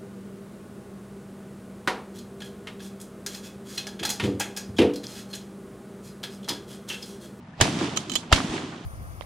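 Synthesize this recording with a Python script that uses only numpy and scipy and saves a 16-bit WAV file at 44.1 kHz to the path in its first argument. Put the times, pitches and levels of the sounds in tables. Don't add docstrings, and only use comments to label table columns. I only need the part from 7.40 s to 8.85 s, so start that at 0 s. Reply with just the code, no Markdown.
import sys
import numpy as np
from scipy import signal
from scipy.fft import rfft, irfft
from scipy.io import wavfile
from scipy.ndimage import uniform_filter1d

SR = 44100
rng = np.random.default_rng(int(sys.argv[2]) if len(sys.argv) > 2 else 0)


def transcribe(signal):
    frames = np.atleast_2d(signal).T
    limited = np.clip(frames, -1, 1)
    pcm = np.round(limited * 32767).astype(np.int16)
    wavfile.write(sys.argv[1], SR, pcm)


N = 63945
T, HZ = np.arange(N) / SR, np.fft.rfftfreq(N, 1 / SR)
PINK = np.sqrt(SR / np.sqrt(2) / (HZ + 20))
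GUN_PAN_DB, FAR_PAN_DB, ACTION_PAN_DB = -2.5, -2, -4


def amp(db):
    return 10 ** (np.asarray(db) / 20)

def curve(points):
    hz, value = np.transpose(points)
    return np.interp(np.log(HZ + 1), np.log(hz), value)

def pan(db):
    gains = amp([[db / 2], [-db / 2]])
    return gains / np.sqrt(np.mean(gains ** 2))

def band(hz, db, octaves=1):
    return [(hz * 2. ** (k * octaves), db - 8 * k ** 2) for k in range(-4, 5)]

def burst(start, decay, hold=0., rise=0.00018):
    return np.clip((T - start) / rise, 0, 1) * np.exp(-np.maximum(T - start - hold, 0) / decay)

def sine(hz, start):
    return np.sin(2 * np.pi * hz * (T - start))

# freq_hz, correlation
NEAR_LIKENESS = [(150, 1), (700, 0.67), (2000, 0.41), (5000, 0.63), (10000, 0)]
FAR_LIKENESS = [(200, 1), (550, 0.98), (1650, 0.25), (5000, 0.47), (12000, 0.036)]
def noise(spectrum, likeness=NEAR_LIKENESS, grain=0., tilt=0.):
    flicker = uniform_filter1d(rng.standard_normal(N), size=36) * np.sqrt(36)
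    clumps = np.exp(grain * np.clip(flicker, -2, 2))
    left, other = rfft(rng.standard_normal((2, N)) * clumps / np.sqrt(np.mean(clumps ** 2)))
    shared = np.clip(curve(likeness), -1, 1)
    right = shared * left + np.sqrt(1 - shared ** 2) * other
    gain = amp(curve(spectrum) + tilt * np.log2((HZ + 20) / 2000)) * PINK
    return irfft(np.array([left, right]) * gain, N)

# freq_hz, level_db
AIR_SPECTRUM = [(15, -78), (40, -87), (85, -54), (150, -47.5), (240, -47.5), (420, -63), (800, -54.5),
                (1400, -57.5), (2800, -63), (6000, -70.5), (10000, -77.5), (14000, -107)]
def open_air():
    return noise(AIR_SPECTRUM, FAR_LIKENESS, grain=0.35)

def peep(centre_s=0.14, half_width_s=0.007, pitch_hz=1730, glide_hz_per_s=16000):
    t = T - centre_s
    note = np.sin(2 * np.pi * t * (pitch_hz + glide_hz_per_s * t / 2))
    return amp(-48.5) * note * np.exp(-(t / half_width_s) ** 2)

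# freq_hz, level_db
KICK_SPECTRUM = [(60, -36.5), (350, -41), (750, -27.5), (1400, -41), (3000, -34), (5000, -40), (8000, -49),
                 (14000, -64)]
# pitch_hz, level_db
SHOT_RING_TONES = [(420, -45), (610, -45), (705, -35.5), (793, -33.5), (888, -42)]
KICK_LEAD_S = 0.011
def kick(shot_s):
    start = shot_s - KICK_LEAD_S
    faint_swell = amp(-11) * np.exp(-abs(T - start) / 0.016)
    jolt = burst(start, 0.0045, hold=KICK_LEAD_S, rise=0.0012)
    tones = sum(amp(db) * sine(hz, start) for hz, db in SHOT_RING_TONES)
    hollow_ring = tones * burst(start, 0.017, hold=KICK_LEAD_S, rise=0.0009)
    return noise(KICK_SPECTRUM) * (faint_swell + jolt) + hollow_ring

# freq_hz, level_db
GUST_SPECTRUM = [(20, -35), (50, -33), (90, -27), (200, -35), (500, -78)]
def gust(shot_s):
    puff = burst(shot_s - KICK_LEAD_S, 0.029, hold=KICK_LEAD_S, rise=0.015)
    return noise(GUST_SPECTRUM, likeness=[(100, 0.064)]) * puff * pan(-9)

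# freq_hz, level_db
CRACK_SPECTRUM = [(150, -32), (700, -28), (1400, -1), (2800, -12.5), (5400, -7.5), (10000, -13),
                  (14000, -40)]
BLAST_SPECTRUM = [(100, -8), (450, -14.5), (800, -5.5), (1500, -1.5), (2200, -6), (3200, -1.5), (5000, -20),
                  (7000, -2.5), (10000, -33), (14000, -49)]
SNAP_SPECTRUM = [(5000, -37), (10000, -17), (12500, -23), (15000, -17)]
# freq_hz, correlation
BLAST_LIKENESS = [(150, 0.87), (700, -0.031), (2000, 0.82), (5000, -0.18), (10000, -0.27)]
def muzzle_blast(start, tilt, hold, body_hz, body_db, bark_db, bark_hz, bark_hold):
    crack = noise(CRACK_SPECTRUM) * burst(start - 0.0023, 0.0005, hold=0.0009)
    blast = noise(BLAST_SPECTRUM, BLAST_LIKENESS, tilt=tilt) * burst(start, 0.001, hold, rise=0.000083)
    snap = noise(SNAP_SPECTRUM) * burst(start, 0.00077, hold=0.00077)
    bark = noise(band(bark_hz, bark_db, octaves=0.66)) * burst(start, 0.0026, bark_hold, rise=0.00043)
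    body = -amp(body_db) * sine(body_hz, start) * burst(start, 0.00039, hold=0.00054)
    return crack + blast + snap + bark + body

def pressure_push(shot_s, db, hz, decay):
    start = shot_s + 0.0011
    swing = -amp(db) * sine(hz, start) * burst(start, decay, hold=0.004, rise=0.001)
    return signal.sosfilt(signal.butter(2, 28, "highpass", fs=SR, output="sos"), swing)

# freq_hz, level_db
REED_SPECTRUM = [(40, -60), (85, -40.5), (175, -23), (350, -26.5), (700, -20), (1400, -22.5), (3000, -17.5),
                 (6500, -20), (10000, -25.5), (14000, -49)]
def reed_scatter(age, db, fade_db_per_s=15):
    spreading = (1 + age / 0.012) ** -0.96
    return noise(REED_SPECTRUM, grain=0.21) * spreading * amp(db - fade_db_per_s * age)

# freq_hz, level_db
BOOM_SPECTRUM = [(40, -86), (85, -33.5), (160, -21.5), (280, -19), (380, -26), (500, -38.5), (1500, -57)]
def boom(age, db, rise_s=0.0085, fade_db_per_s=34):
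    envelope = np.minimum(age / rise_s, 1) * amp(db - fade_db_per_s * age)
    return noise(BOOM_SPECTRUM, FAR_LIKENESS, grain=0.56) * envelope

# freq_hz, level_db
TREE_SPECTRUM = [(60, -81), (150, -40.5), (320, -27.5), (500, -36.5), (1000, -32.5), (3200, -38.5),
                 (7000, -36), (10000, -42.5), (14000, -83)]
TWIG_SPECTRUM = [(300, -59), (1000, -67), (3200, -31.5), (7000, -53), (14000, -84)]
def tree_line(age, db, peak_s=0.22, twigs_per_s=620):
    early, late = np.maximum(peak_s - age, 0), np.maximum(age - peak_s, 0)
    swell = amp(-93 * early) * np.hypot(amp(-84 * late), amp(-11 - 12 * late))
    wash = noise(TREE_SPECTRUM, FAR_LIKENESS, grain=0.16)
    arrivals = rng.random(N) < twigs_per_s / SR
    clicks = arrivals * rng.choice([-1, 1], N) * rng.uniform(.3, 1, (2, N))
    twigs = irfft(rfft(clicks / clicks.std()) * amp(curve(TWIG_SPECTRUM)) * PINK, N)
    return (wash + twigs) * swell * amp(db)

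def air_absorption(sound, start, db_per_s_khz=2):
    hz, t, spectra = signal.stft(sound, SR, nperseg=256)
    loss_db = db_per_s_khz * np.outer(hz / 1000, np.maximum(t - start, 0))
    return signal.istft(spectra * amp(-loss_db), SR, nperseg=256)[1][:, :N]

# start_s, level_db, tilt_db_per_octave, hold_s, kick_db, body_hz, body_db, push_db, push_hz,
# push_decay_s, bark_db, bark_hz, bark_hold_s, reeds_db, trees_db, boom_db
GUNSHOTS = [(0.2126, -9.5, 5, .0017, 10.5, 750, 5, -13.5, 105, 0.01, -5.5, 3100, 0.0025, 0, -2, -6),
            (0.9280, -5.5, -0.6, 0.0013, 7.5, 1260, 4, -6.5, 96, 0.003, -6, 3140, 0.0053, -1, -4, -10)]
def gunshot(start, db, tilt, hold, kick_db, body_hz, body_db, push_db, push_hz, push_decay,
            bark_db, bark_hz, bark_hold, reeds_db, trees_db, boom_db):
    gun = amp(kick_db) * kick(start)
    gun += muzzle_blast(start, tilt, hold, body_hz, body_db, bark_db, bark_hz, bark_hold)
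    age = np.maximum(T - start, 0)
    bass = gust(start) + pressure_push(start, push_db, push_hz, push_decay) + boom(age, boom_db)
    onset = np.minimum(age / 0.004, 1)
    marsh = air_absorption(onset * (reed_scatter(age, reeds_db) + tree_line(age, trees_db)), start)
    return amp(db) * gun * pan(GUN_PAN_DB) + bass + marsh * pan(FAR_PAN_DB)

# start_s, level_db, decay_s, centre_hz
SLAP_ECHOES = [(0.255, -26, 0.01, 900), (0.279, -20.5, 0.0028, 680), (0.388, -34, 0.021, 3360),
               (0.412, -28, 0.0048, 1180), (0.455, -35.5, 0.018, 2700), (0.96, -20, 0.0071, 3170),
               (0.978, -22, 0.0071, 1020), (1.003, -21, 0.002, 1310), (1.136, -35, 0.0041, 1320),
               (1.178, -24, 0.0043, 1980), (1.222, -28, 0.0024, 900), (1.323, -39, 0.033, 1146)]
def slap_echoes():
    slaps = sum(noise(band(hz, db), FAR_LIKENESS) * burst(start, decay, rise=0.00039)
                for start, db, decay, hz in SLAP_ECHOES)
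    return slaps * pan(FAR_PAN_DB)

# centre_s, level_db, pitch_hz, half_width_s
DULL_ECHOES = [(0.325, -31, 252.7, 0.013), (0.354, -25.5, 223, 0.0093), (0.417, -16, 299.2, 0.0025),
               (0.721, -28, 246, 0.013), (1.048, -21, 206, 0.0046), (1.141, -21.5, 350, 0.0032)]
def dull_echoes():
    return sum(amp(db) * sine(hz, centre) * np.exp(-((T - centre) / half_width) ** 2)
               for centre, db, hz, half_width in DULL_ECHOES)

# freq_hz, level_db
CONTACT_SPECTRUM = [(200, -74), (600, -66), (1200, -37), (3000, -20), (5500, -23.5), (6800, -19),
                    (9000, -29.5), (12000, -36), (13500, -60), (15000, -85)]
TAIL_SPECTRUM = [(500, -59), (1200, -51), (3200, -17.5), (7000, -19), (10500, -26), (14000, -47)]
# pitch_hz, bolt_back_db, bolt_forward_db, t60_s, left_minus_right_db
STEEL_MODES = [(1268, -16.5, -27.5, 0.026, -12), (2030, -50, -35, 0.038, -17),
               (2650, -51, -21.5, 0.055, -23), (3080, -17.5, -33, 0.021, -28),
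               (3087, -32, -15.5, 0.045, -17), (3420, -57, -19, 0.05, -18), (4047, -23, -23, 0.038, -25),
               (4270, -58, -23, 0.047, 23), (5000, -48, -27, 0.04, 18), (6110, -25, -36, 0.051, -15),
               (6500, -17, -40, 0.03, -3), (6920, -30, -31, 0.062, -10), (7300, -37, -27.5, 0.042, 19),
               (10600, -37, -44, 0.035, 21), (11670, -56, -34.5, 0.027, 17)]
# start_s, level_db, hold_s, decay_s, tilt_db_per_octave, forward_fraction, ring_db
ACTION_CLACKS = [(0.5603, -18, 0.0077, 0.0064, 0.5, 0.5, 8.5), (0.5722, -3, 0.0025, 0.0023, 1, 0.17, 3),
                 (0.6966, -14.5, 0.0024, 0.0026, 1.5, 0.5, 5.5),
                 (0.717, -13, 0.0014, 0.0019, 3.5, 0.67, 6.5), (0.737, -18.5, 0.003, 0.0035, 3, 0.4, 4),
                 (0.7545, -3.5, 0.00074, 0.0031, 4.5, 0.79, 6.5), (0.758, -8.5, 0.0009, 0.005, 0, 0.88, 4)]
def clack(start, db, hold, decay, tilt, forward, ring_db):
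    contact = burst(start, decay, hold)
    steel = noise(CONTACT_SPECTRUM, grain=0.51, tilt=tilt) * contact * pan(ACTION_PAN_DB)
    chatter = rng.standard_normal((2, N)) * contact
    t = T[:SR // 10]
    for hz, back_db, forward_db, t60, side_db in STEEL_MODES:
        mode = np.sin(2 * np.pi * hz * t) * amp(-60 * t / t60)
        ring = signal.oaconvolve(chatter, mode[None], axes=1)[:, :N]
        mode_db = back_db + (forward_db - back_db) * forward + ring_db + tilt * np.log2(hz / 5000)
        steel += ring / abs(ring).max(1, keepdims=True) * pan(side_db) * amp(mode_db)
    tail = noise(TAIL_SPECTRUM, FAR_LIKENESS, grain=0.098) * burst(start, 0.037, rise=0.025)
    return amp(db) * (steel + tail * amp(-15.5) * pan(ACTION_PAN_DB))

# freq_hz, level_db
SCRAPE_SPECTRUM = [(800, -61), (2000, -66), (3200, -35.5), (7000, -35), (10000, -41.5), (14000, -66)]
def bolt_slide(centre_s=0.748, width_s=0.033):
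    stroke = np.exp(-.5 * ((T - centre_s) / width_s) ** 2)
    return noise(SCRAPE_SPECTRUM, grain=0.55) * stroke * amp(-6.5) * pan(ACTION_PAN_DB)

# start_s, level_db, decay_s, centre_hz
STOCK_KNOCKS = [(0.702, -35.5, 0.017, 207), (1.092, -38, 0.0099, 50.4)]
REED_BRUSHES = [(0.827, -42.5, 0.0091, 1230)]
def handling():
    return sum(noise(band(hz, db)) * burst(start, decay, hold=decay, rise=0.0054)
               for start, db, decay, hz in STOCK_KNOCKS + REED_BRUSHES)

def scene():
    marsh = open_air() + peep()
    shots = sum(gunshot(*row) for row in GUNSHOTS) + slap_echoes() + dull_echoes()
    action = sum(clack(*row) for row in ACTION_CLACKS) + bolt_slide()
    return marsh + shots + action + handling()

def record(dry, top_hz=16100):
    overloaded = dry / (1 + dry ** 4) ** (1 / 4)
    lowpass = signal.firwin(511, top_hz, window=("kaiser", 9), fs=SR)
    return signal.oaconvolve(overloaded, lowpass[None], "same")


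dry = scene()
out = record(dry)
transcribe(out)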